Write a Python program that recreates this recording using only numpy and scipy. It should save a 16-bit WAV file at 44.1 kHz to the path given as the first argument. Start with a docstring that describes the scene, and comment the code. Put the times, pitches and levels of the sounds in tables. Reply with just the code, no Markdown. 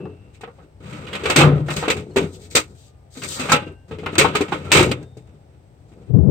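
"""Steel tool-chest drawers are slid and knocked in a garage, close to two microphone ports.
From the start a low hum and hiss (shaped noise) lie under small knocks, and steel shafts ring (fading sines).
Then runners scrape (noise through a steel response), and blows set loose tools chattering and the cabinet
booming; a drawer slams near 1.4 s, a hand rubs the steel, more heavy blows follow and it grows quiet.
At the very end a puff of air (short low swirls) buffets the left port."""
import sys
import numpy as np
from scipy import signal
from scipy.fft import rfft, irfft
from scipy.io import wavfile
from scipy.ndimage import uniform_filter1d, minimum_filter1d

SR = 44100
rng = np.random.default_rng(int(sys.argv[2]) if len(sys.argv) > 2 else 0)


def log_audio(samples):
    """Write samples as a 16-bit WAV file to the path given in sys.argv[1]."""
    # one column per channel
    frames = np.atleast_2d(samples).T
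    # limit to full scale, then quantise
    limited = np.clip(frames, -1, 1)
    pcm = np.round(limited * 32767).astype(np.int16)
    wavfile.write(sys.argv[1], SR, pcm)


N = 277830
T = np.arange(N) / SR
RIGHT_LAG_S = 0.0003335
TILT_DB = np.array([[1.8], [-1.8]])  # left a little louder, right a little softer
# rows of every contact force
CLANG, BOOM, TRAY, TREBLE, UPPER_CLANG = range(5)


def amp(db):
    """Turn decibels into a plain multiplier."""
    return 10 ** (np.asarray(db) / 20)


def unit(x):
    """Scale a sound to an average (rms) level of 1."""
    return x / np.sqrt(np.mean(x ** 2))


def on_hz(table, count):
    """Read a (Hz, value) table at the bins of a transform of count samples."""
    hz, value = np.transpose(table)
    bins_hz = np.fft.rfftfreq(count, 1 / SR)
    return np.interp(np.log(bins_hz + 1), np.log(hz), value)


def band(x, lo_hz, hi_hz):
    """Keep only the pitches between two frequencies."""
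    return signal.sosfilt(signal.butter(3, [lo_hz, hi_hz], "bandpass", fs=SR, output="sos"), x)


def fade(t, t60):
    """Die away by 60 dB in t60 seconds (5 ms at the shortest)."""
    return np.exp(-np.log(1000) * t / max(t60, .005))


def ring(modes, t):
    """A struck body: a sum of fading sines, scaled to energy 1."""
    y = sum(amp(db) * np.sin(2 * np.pi * hz * t) * fade(t, t60) for hz, db, t60 in modes)
    return y / np.sqrt(np.sum(y ** 2))


def grit(scatter_db):
    """Dense contacts of very uneven size: noise with a random gain on every sample."""
    return unit(rng.standard_normal(N) * amp(scatter_db * rng.exponential(size=N)))


def waver(rate):
    """Slow random wandering, spread 1: noise averaged twice over 1 / rate seconds."""
    k = int(SR / rate)
    noise = rng.standard_normal(N)
    return unit(uniform_filter1d(uniform_filter1d(noise, k), k))


def ports(make):
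    """Two ports hear one common sound plus a part of their own; the right one hears it later."""
    # (frequency [Hz], left minus right [dB])
    port_balance = [(60, 0), (110, 7), (200, -0.5), (380, 6), (700, 5), (1290, 0), (2380, -6.5),
                    (4400, 1.5), (8120, 9.5), (15000, 4)]
    # (frequency [Hz], likeness of the two ports [0 to 1])
    port_likeness = [(60, .95), (300, .93), (700, 0.7), (1500, 0), (15000, 0.16)]
    common, left, right = make(), make(), make()
    n = len(common)
    alike = np.clip(on_hz(port_likeness, n), 0, 1)
    half_balance = amp(on_hz(port_balance, n) / 2)
    lag = np.exp(-2j * np.pi * np.fft.rfftfreq(n, 1 / SR) * RIGHT_LAG_S)
    left_mix, right_mix = [np.sqrt(alike) * rfft(common) + np.sqrt(1 - alike) * rfft(own)
                           for own in (left, right)]
    return irfft(np.array([left_mix * half_balance, right_mix / half_balance * lag]), n)


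def garage():
    """Steady low hum and microphone hiss: noise coloured by one curve."""
    # colour of the background: (frequency [Hz], relative level [dB per Hz])
    hum_and_hiss = [(18, -49.5), (30, -21.5), (64, 4.5), (131, 0.5), (190, -12), (831, -18), (1050, -27.5),
                    (6000, -41.5), (7000, -47), (7900, -38), (10200, -56), (13000, -50), (16400, -52)]
    level_db = -47.5

    def coloured_noise():
        return irfft(rfft(rng.standard_normal(N)) * amp(on_hz(hum_and_hiss, N)), N)

    return amp(level_db) * unit(ports(coloured_noise))


def puff():
    """Turbulence at the left port, hardly at the right: swirls of a few low cycles with a fluttering edge."""
    # the puff before a fixed boost: (time [s], level [dB], swirl pitch [octaves above swirl_hz])
    gust = [(6.085, -40.5, 0.051), (6.11, -21, 0.29), (6.125, -28.5, 0.23), (6.149, -9.5, 0.33),
            (6.172, -18, 1.15), (6.19, -9.5, 0.27), (6.222, -21.5, -.1), (6.24, -15.5, 0.3),
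            (6.265, -17, 1.21), (6.3, -7, 0.25)]
    swirl_hz, pitch_scatter_octaves = 96, 0.29
    gap_s, swirl_s = .012, 0.02614
    flutter_db, boost_db = -15.5, 4
    air = np.zeros(N + SR)
    times, level_db, octaves = np.transpose(gust)
    t = np.arange(int(swirl_s * SR)) / SR
    starts = np.arange(times[0] - swirl_s / 2, times[-1], gap_s)
    for s, (late, pitch) in zip(starts, rng.standard_normal((40, 2))):
        noise = rng.standard_normal(SR // 10)
        flutter = unit(band(band(noise, 150, 440), 190, 1700))[-len(t):]
        pitch_octaves = np.interp(s + swirl_s / 2, times, octaves) + pitch_scatter_octaves * pitch
        swirl = np.sin(2 * np.pi * swirl_hz * 2 ** pitch_octaves * t) + amp(flutter_db) * flutter
        # each swirl starts a little early or late, swells and dies
        first = int((s + late * gap_s / 4) * SR)
        air[first:][:len(t)] += np.sin(np.pi * t / swirl_s) * swirl
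    air = air[:N] * amp(np.interp(T, times, level_db) + boost_db)
    return np.array([2 * air, amp(-29.5) * air])


def shafts():
    """Steel shafts and the slammed drawer front ring on: sines that build over some cycles, then fade."""
    # (start [s], frequency [Hz], level [dB], time to fall 60 dB [s])
    ringing_modes = [(0, 2616, -54.5, 0.85), (0, 2757, -58, 1.4), (1.37, 147, -3, 0.84),
                     (1.37, 158.5, -8, 0.83), (2.109, 4270, -53, 0.1), (2.115, 2930, -56, 0.09),
                     (3.519, 838, -16, 0.25), (3.519, 1320, -2, 0.094), (3.52, 2610, -28, 0.1),
                     (3.519, 1560, -37.5, 0.6), (3.561, 2785, -42.5, 0.59), (3.668, 2766, -44, 0.18),
                     (3.706, 2720, -49, 0.17), (2.87, 1210, -67, 1.5), (4.661, 1350, -35, 0.32),
                     (4.92, 3560, -51, 0.37), (4.92, 3660, -58, 1.1), (5.021, 1610, -51.5, 0.13)]
    build_cycles = 6.6
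    out = np.zeros(N)
    loose = amp(1.4 * waver(30))
    for s, hz, db, t60 in ringing_modes:
        t = np.maximum(T - s, 0)
        build = 1 - np.exp(-t * hz / build_cycles)
        tone = amp(db) * np.sin(2 * np.pi * hz * t) * fade(t, t60) * build
        # the higher modes waver in level
        out += tone * (loose if hz > 1000 else 1)
    return out * amp(TILT_DB)


def sheet():
    """Response of thin steel: modes too dense to tell apart, the treble dying first, then the garage."""
    # colour of the steel: (frequency [Hz], relative level [dB per Hz])
    steel_colour = [(290, -29), (500, 7.5), (669, -10), (786, -6.5), (1020, -5.5), (1270, -0.5),
                    (1700, -11), (2060, -5.5), (2530, -1), (5320, -18.5), (8000, -16), (10300, -40),
                    (13900, -28.5), (15400, -29), (16400, -47)]
    # how long the steel rings: (frequency [Hz], time to fall 60 dB [s])
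    steel_decay = [(600, 0.1), (1500, 0.07), (4000, 0.039), (10000, 0.025)]
    garage_db, garage_t60_s = -39.5, 0.1
    t = np.arange(SR // 5) / SR
    decay_hz, decay_s = np.transpose(steel_decay)
    out = 0
    for hz in 500 * 2 ** np.arange(0, 5, .5):  # half-octave bands
        t60 = np.interp(np.log(hz), np.log(decay_hz), decay_s)
        decay = fade(t, t60) + amp(garage_db) * fade(t, garage_t60_s)
        part = band(rng.standard_normal(len(t)), hz, hz * np.sqrt(2)) * decay
        out = out + part / np.sqrt(np.sum(part ** 2) / hz)
    # colour with the shortest response that starts at once (minimum phase)
    cepstrum = irfft(np.log(amp(on_hz(steel_colour, len(t)))), len(t))
    cepstrum[1:len(t) // 2] *= 2
    cepstrum[len(t) // 2 + 1:] = 0
    return irfft(rfft(out) * np.exp(rfft(cepstrum)), len(t))


def slides():
    """Power of the drawers sliding: scrape, rumble and treble curves, wavering as runners stick and slip."""
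    # one list per drawer movement: (time [s], scrape [dB], rumble [dB], treble [dB])
    drawer_moves = [
        [(0.0, -68, -30.5, -82), (0.198, -69, -52.5, -85), (0.408, -69.5, -57.5, -82), (0.546, -67, -57.5, -74),
         (0.65, -66, -46, -75)],
        [(0.8, -60, -47, -72), (0.91, -44, -41, -53.5), (1.046, -47.5, -37.5, -61), (1.22, -39, -33.5, -54.5),
         (1.318, -26.5, -29.5, -44), (1.408, -31, -24, -59), (1.496, -42.5, -13, -60.5),
         (1.66, -56, -34.5, -67)],
        [(1.66, -47.5, -34.5, -58), (1.722, -49, -35, -43), (1.85, -31.5, -40, -54), (1.962, -70, -29, -78),
         (2.206, -55, -44, -58.5), (2.376, -68, -41.5, -60), (2.49, -62, -42.5, -64.5),
         (2.75, -67.5, -47.5, -65)],
        [(3.15, -50.5, -52, -73), (3.23, -59, -35, -66), (3.342, -39.5, -43.5, -41), (3.422, -34, -32, -48),
         (3.482, -37.5, -34.5, -48), (3.562, -31.5, -32, -59), (3.666, -50.5, -35.5, -66),
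         (3.75, -67, -48, -80)],
        [(3.88, -58.5, -47, -64), (3.962, -66, -38.5, -71.5), (4.078, -43, -40, -71),
         (4.126, -40.5, -28.5, -53.5), (4.252, -45, -24.5, -59), (4.38, -34.5, -36.5, -56),
         (4.51, -43.5, -32, -53.5), (4.7, -44.5, -32, -58)],
        [(4.7, -33, -31.5, -51.5), (4.8, -36.5, -29, -55), (4.874, -44, -22, -63), (4.956, -46, -30.5, -62),
         (5.008, -57, -34, -69), (5.158, -95.5, -64, -85), (5.3, -67, -51, -79)],
        [(5.3, -71, -47, -82), (5.398, -79, -59, -85), (5.532, -72.5, -51.5, -85), (5.656, -97, -75, -94),
         (5.888, -78, -54, -75.5), (6.01, -66.5, -41, -75.5), (6.1, -65.5, -51, -76.5)],
    ]
    upper_db, boom_db, tray_db = -2, -2, -3
    slip_db, slip_rate = 2.5, 66  # spread of the wavering; its speed per second
    power = np.zeros((5, N))
    for move in drawer_moves:
        s, *levels = np.transpose(move)
        # silent outside the movement
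        scrape, rumble, treble = (np.interp(T, s, c, left=-200, right=-200) for c in levels)
        rows_db = np.array([scrape, rumble + boom_db, rumble + tray_db, treble, scrape + upper_db])
        power += amp(2 * rows_db)
    return power * amp(2 * slip_db * waver(slip_rate))


def rubs():
    """Power of a hand rubbing along the steel: each rub swells and dies once."""
    # (start [s], length [s], scrape [dB], treble [dB])
    hand_rubs = [(0.32, 0.065, -58.5, -64), (2.316, 0.06, -78, -49.5), (2.387, 0.1, -53.5, -51),
                 (2.496, 0.053, -47, -44.5), (2.738, .1, -73.5, -59), (2.78, 0.14, -77, -58),
                 (3.096, 0.33, -52, -44), (3.262, 0.14, -64, -33)]
    power = np.zeros((5, N))
    for s, length, db, treble_db in hand_rubs:
        swell = np.sin(np.pi * np.clip((T - s) / length, 0, 1)) ** 2
        power[[UPPER_CLANG, TREBLE]] += amp([[2 * db], [2 * treble_db]]) * swell
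    return power


def clink(centre_hz, t):
    """Each blow rings the tool modes near its centre, unevenly and differently at each port."""
    # loose tools and drawer walls: (frequency [Hz], level [dB], time to fall 60 dB [s])
    tool_modes = [(785, 0, .06), (850, 0, .06), (910, 0, .06), (1080, -1, .05), (1170, -1, .05),
                  (1288, 0, .06), (1440, 0, .05), (1610, -2, .05), (1850, -1, .05), (2090, 0, .05),
                  (2340, 0, .05), (2466, 0, .05), (2605, 0, .05), (2880, 0, .05), (3100, -1, .04),
                  (3290, -1, .04), (3463, -1, .04), (3950, -3, .04), (4560, -3, .04)]
    reach_octaves, scatter_db = .7, 3.5  # 6 dB weaker this far from the centre
    luck = rng.standard_normal((2, len(tool_modes), 2))
    heard = []
    for port in luck:
        modes = []
        for (hz, db, t60), (detune, unevenness) in zip(tool_modes, port):
            far = np.log2(hz / centre_hz) / reach_octaves
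            modes.append((hz * (1 + .015 * detune), db + scatter_db * unevenness - 6 * far ** 2, t60))
        heard.append(ring(modes, t))
    return np.array(heard)


def blows():
    """Each blow is a crack, then a fading chatter: force powers, kicks to the cabinet, and own tones."""
    # levels before the offsets below: (time [s], clang [dB], boom re clang [dB],
    # drawer tone re clang [dB], treble re clang [dB], drawer tone [Hz], clink centre [Hz],
    # clink re clang [dB], time for the chatter to fall 60 dB [s])
    blow_list = [(0.003, -41, -1, 11, -32, 374, 829, 1, 0.17),
                 (0.055, -31.5, -11, 4.5, -60, 441, 875, 1, 0.087),
                 (0.095, -49, -4, 11, -31, 443, 899, 5, 0.14),
                 (0.409, -36, -14, -10, -8.5, 400, 947, -1, 0.086),
                 (0.434, -24.5, -21, -4, -30, 453, 1060, -1.5, 0.1),
                 (0.475, -32.5, -4, -1.5, -55, 470, 1050, -2, 0.15),
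                 (0.585, -40.5, -16, -7.5, -47, 540, 930, -2, 0.28),
                 (0.854, -38, 5, -16, -20, 506, 2150, -5, 0.28),
                 (0.926, -29.5, 1.5, -3, -16, 302, 2330, -7, 0.19),
                 (1.067, -28, -10, -14, -24, 509, 2900, -3.5, 0.33),
                 (1.13, -19.5, -15, -19.5, -18, 445, 2890, -2.5, 0.2),
                 (1.15, -14, -13.5, -13.5, -18.5, 420, 2380, -6, 0.1),
                 (1.235, -19.5, -10.5, -2.5, -16.5, 424, 2350, -7, 0.17),
                 (1.255, -9.5, -9, -8, -20.5, 439, 2090, -6, 0.18),
                 (1.298, -7, -27, -9, -10.5, 537, 964, -5, 0.12),
                 (1.36, -1, -15.5, -8.5, -7.5, 278, 2186, -4, 0.14),
                 (1.384, 0, -15, -5.5, -13, 323, 1230, -5, 0.17),
                 (1.407, -1, -8, -8.5, -24, 350, 910, -5, 0.16),
                 (1.436, -7, -8, -14, -53, 384, 1140, -3, 0.39),
                 (1.684, -16, -12, -10, -38, 352, 1540, -0.5, 0.26),
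                 (1.701, -17, -21, -9.5, -12.5, 272, 1570, -10, 0.15),
                 (1.762, -21.5, 1.5, -4.5, -3.5, 408, 1300, -7, 0.3),
                 (1.826, -14.5, -21, -5, -37, 472, 940, 0.5, 0.15),
                 (1.879, -9, -34, -3.5, -20, 432, 884, -5, 0.12),
                 (1.9, -7.5, -20, -6, -9.5, 489, 2830, -2.5, 0.12),
                 (1.965, -24.5, -6, -3, -12.5, 402, 859, -4, 0.2),
                 (2.16, -15, -10.5, 1.5, -9.5, 373, 1023, -3, 0.17),
                 (2.168, -10, -12, 4.5, -15.5, 397, 1200, -7, 0.14),
                 (2.209, -29.5, 4, 12, -30, 397, 902, -1, 0.27),
                 (2.223, -23, 6.5, 8.5, -17, 410, 802, -8, 0.15),
                 (2.551, -4, -29.5, -6, 1, 494, 2390, -5, 0.11),
                 (2.568, -10, -20, -6, -6, 468, 2175, 2, 0.13),
                 (3.17, -37, -10.5, 8, -0.5, 257, 1000, -15, 0.16),
                 (3.219, -24, -30, -31, -15, 380, 2110, -2, 0.14),
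                 (3.233, -25.5, -25, -25, -4, 510, 2120, -7, 0.14),
                 (3.242, -27.5, -8, -7, -0.5, 297, 2230, -8, 0.14),
                 (3.394, -18.5, -11, -5, -8, 253, 977, -14, 0.33),
                 (3.488, -21, -26.5, -19, -22, 246, 1450, 2.5, 0.14),
                 (3.495, -13.5, -22, -27.5, -11.5, 510, 1870, 0.5, 0.19),
                 (3.518, -1.5, -10.5, -30, -5.5, 530, 1320, 2, 0.097),
                 (3.533, -3, -20, -11.5, -22, 249, 867, -8.5, 0.15),
                 (3.672, -38.5, -7.5, 2.5, -22, 459, 2670, -9, 0.12),
                 (3.702, -47.5, -5, 12, -33.5, 390, 2700, -13, 0.16),
                 (3.911, -26.5, 5, 1.5, -25.5, 449, 1380, -4.5, 0.22),
                 (3.985, -35.5, -4.5, 5.5, -15, 427, 2530, 0, 0.29),
                 (4.032, -31.5, -13, 5, -29.5, 462, 864, -0.5, 0.18),
                 (4.061, -14.5, -16.5, -9.5, -31, 383, 1520, -0.5, 0.14),
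                 (4.181, -2, -15, -6.5, -4, 343, 2470, -4, 0.15),
                 (4.211, -3.5, -17, -6, -23.5, 431, 2200, -1.5, 0.14),
                 (4.245, -6, -18.5, -12.5, -28, 478, 816, -0.5, 0.17),
                 (4.351, -7.5, -27.5, -4.5, -13, 426, 1420, -3.5, 0.13),
                 (4.407, -14, -22.5, 4.5, -10, 405, 1230, 0, 0.1),
                 (4.481, -29, -3, -13, -19.5, 375, 1390, 2.5, 0.16),
                 (4.521, -12, -15.5, -10.5, -26, 355, 970, -1.5, 0.18),
                 (4.717, -0.5, -21.5, -17, -5.5, 320, 2810, 0, 0.15),
                 (4.733, -10, -39, -8, -7, 410, 2120, -5, 0.16),
                 (4.75, -2.5, -10, -8.5, -12.5, 408, 2125, -8, 0.23),
                 (4.768, -6.5, -17, -5, -10.5, 360, 1970, -6, 0.22),
                 (4.79, -3.5, -6.5, -18, -14, 527, 829, -3.5, 0.13),
                 (4.807, -9, -8, 2.5, -15, 356, 2560, -3, 0.13),
                 (4.826, -12, 1.5, -1.5, -10, 427, 1050, -2, 0.16),
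                 (4.889, -27, 9, -9, -10, 265, 805, -3, 0.098),
                 (4.914, -12.5, -28, -1.5, -13.5, 268, 2760, -1.5, 0.079),
                 (5.026, -49.5, 14, 14, -3.5, 390, 894, -6, 0.098),
                 (5.169, -49.5, 13, 16.5, -1.5, 433, 875, -6, 0.16),
                 (5.916, -49.5, -1, 6, -13.5, 320, 1092, -3.5, 0.13)]
    crest_db, attack_s = 6.5, .0007
    crack_db, crack_t60_s = 1.5, 0.013
    clang_offset_db, boom_noise_db, kick_db, jolt_db = -8, 3, 10, 3
    upper_db, upper_per_treble = 0, 0.32  # brighter blows have more upper clang
    tone_decay, pan_scatter_db = 0.75, 5
    power, kicks, tones = np.zeros((5, N)), np.zeros(N), np.zeros((2, N))
    t = np.arange(SR // 4) / SR
    for s, db, boom_db, tray_db, treble_db, tray_hz, clink_hz, clink_db, t60 in blow_list:
        i = int(s * SR)
        n = min(len(t), N - i)
        chatter = fade(t, t60) + amp(crack_db) * fade(t, crack_t60_s)
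        shape = amp(db - crest_db) * chatter * (1 - np.exp(-t / attack_s))
        rows_db = [clang_offset_db, boom_db + boom_noise_db, tray_db, treble_db,
                   upper_db + upper_per_treble * treble_db]
        power[:, i:i + n] += (shape[:n] * amp(rows_db)[:, None]) ** 2
        kicks[i] += amp(db + boom_db + kick_db)
        # the tools get one sharp jolt, then a rattle
        jolt = shape * fade(t, t60) * rng.standard_normal(len(t))
        jolt[0] += amp(db + jolt_db)
        tool_ring = clink(clink_hz, t[:SR // 8])
        tools = amp(clink_db) * signal.fftconvolve(jolt[None], tool_ring, axes=1)[:, :len(t)]
        tray = amp(db + tray_db) * np.sin(2 * np.pi * tray_hz * t) * fade(t, tone_decay * t60)
        pan_db = pan_scatter_db * rng.standard_normal()
        both = tray * amp(TILT_DB) + tools * amp([[pan_db / 2], [-pan_db / 2]])
        tones[:, i:i + n] += both[:, :n]
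    return power, kicks, tones


def chest():
    """Contacts ring the cabinet, the tray floor and several spots of the sheet steel."""
    # both: (frequency [Hz], level [dB], time to fall 60 dB [s])
    cabinet_modes = [(72, -18.5, .25), (91.5, -1.5, 0.57), (127.1, -5, 0.54), (153.9, 8.5, 0.1),
                     (188, 0, 0.15)]
    tray_modes = [(275, -9, 0.05), (309, -3.5, 0.13), (375.8, -0.5, 0.089), (422.2, -4.5, 0.15),
                  (470, -2, 0.066), (553.5, -17.5, 0.033), (626, -16, 0.017)]
    spots = 4
    blow_power, kicks, tones = blows()
    force = np.sqrt(slides() + rubs() + blow_power)
    t = np.arange(SR // 2) / SR
    boom_contacts = force[BOOM] * rng.standard_normal(N) + kicks
    low = signal.fftconvolve(boom_contacts, ring(cabinet_modes, t))[:N]
    low += amp(-1.5) * signal.fftconvolve(force[TRAY] * grit(2.1), ring(tray_modes, t))[:N]
    low = band(low, 78, 1200) * amp(TILT_DB)
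    # the low part is only half as late at the right port
    out = tones + [low[0], np.roll(low[1], int(RIGHT_LAG_S * SR / 2))]
    for _ in range(spots):
        steel, contacts = ports(sheet), grit(3.48)
        for row, lo_hz, hi_hz in ((CLANG, 500, 1800), (UPPER_CLANG, 1800, 4000), (TREBLE, 4000, 17000)):
            part = band(steel, lo_hz, hi_hz)
            part = part / np.sqrt(spots * np.sum(part.mean(axis=0) ** 2))
            out += signal.oaconvolve((force[row] * contacts)[None], part, axes=1)[:, :N]
    return out


def scene():
    """Add the background, the puff, the ringing shafts and the tool chest."""
    return garage() + puff() + shafts() + chest()


def record(dry):
    """Microphones drop the deep bass, a look-ahead limiter tames peaks over full scale, the top is cut."""
    # treble ring of the left port's cavity: (frequency [Hz], width [Hz], boost [dB])
    port_cavity = (8440, 720, 3.5)
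    limiter_window_s, top_hz = 0.0039, 16400
    x = signal.sosfilt(signal.butter(4, 48, "highpass", fs=SR, output="sos"), dry)
    hz, width, db = port_cavity
    x[0] += (amp(db) - 1) * signal.lfilter(*signal.iirpeak(hz, hz / width, fs=SR), x[0])
    # lowest gain needed nearby, then smoothed
    reach = int(limiter_window_s * SR)
    need = minimum_filter1d(1 / np.maximum(np.abs(x), 1), reach, axis=1)
    x = x * uniform_filter1d(need, reach // 2, axis=1)
    top_cut = signal.ellip(10, .2, 70, top_hz, fs=SR, output="sos")
    return np.clip(signal.sosfilt(top_cut, x), -1, 1)


dry = scene()
out = record(dry)
log_audio(out)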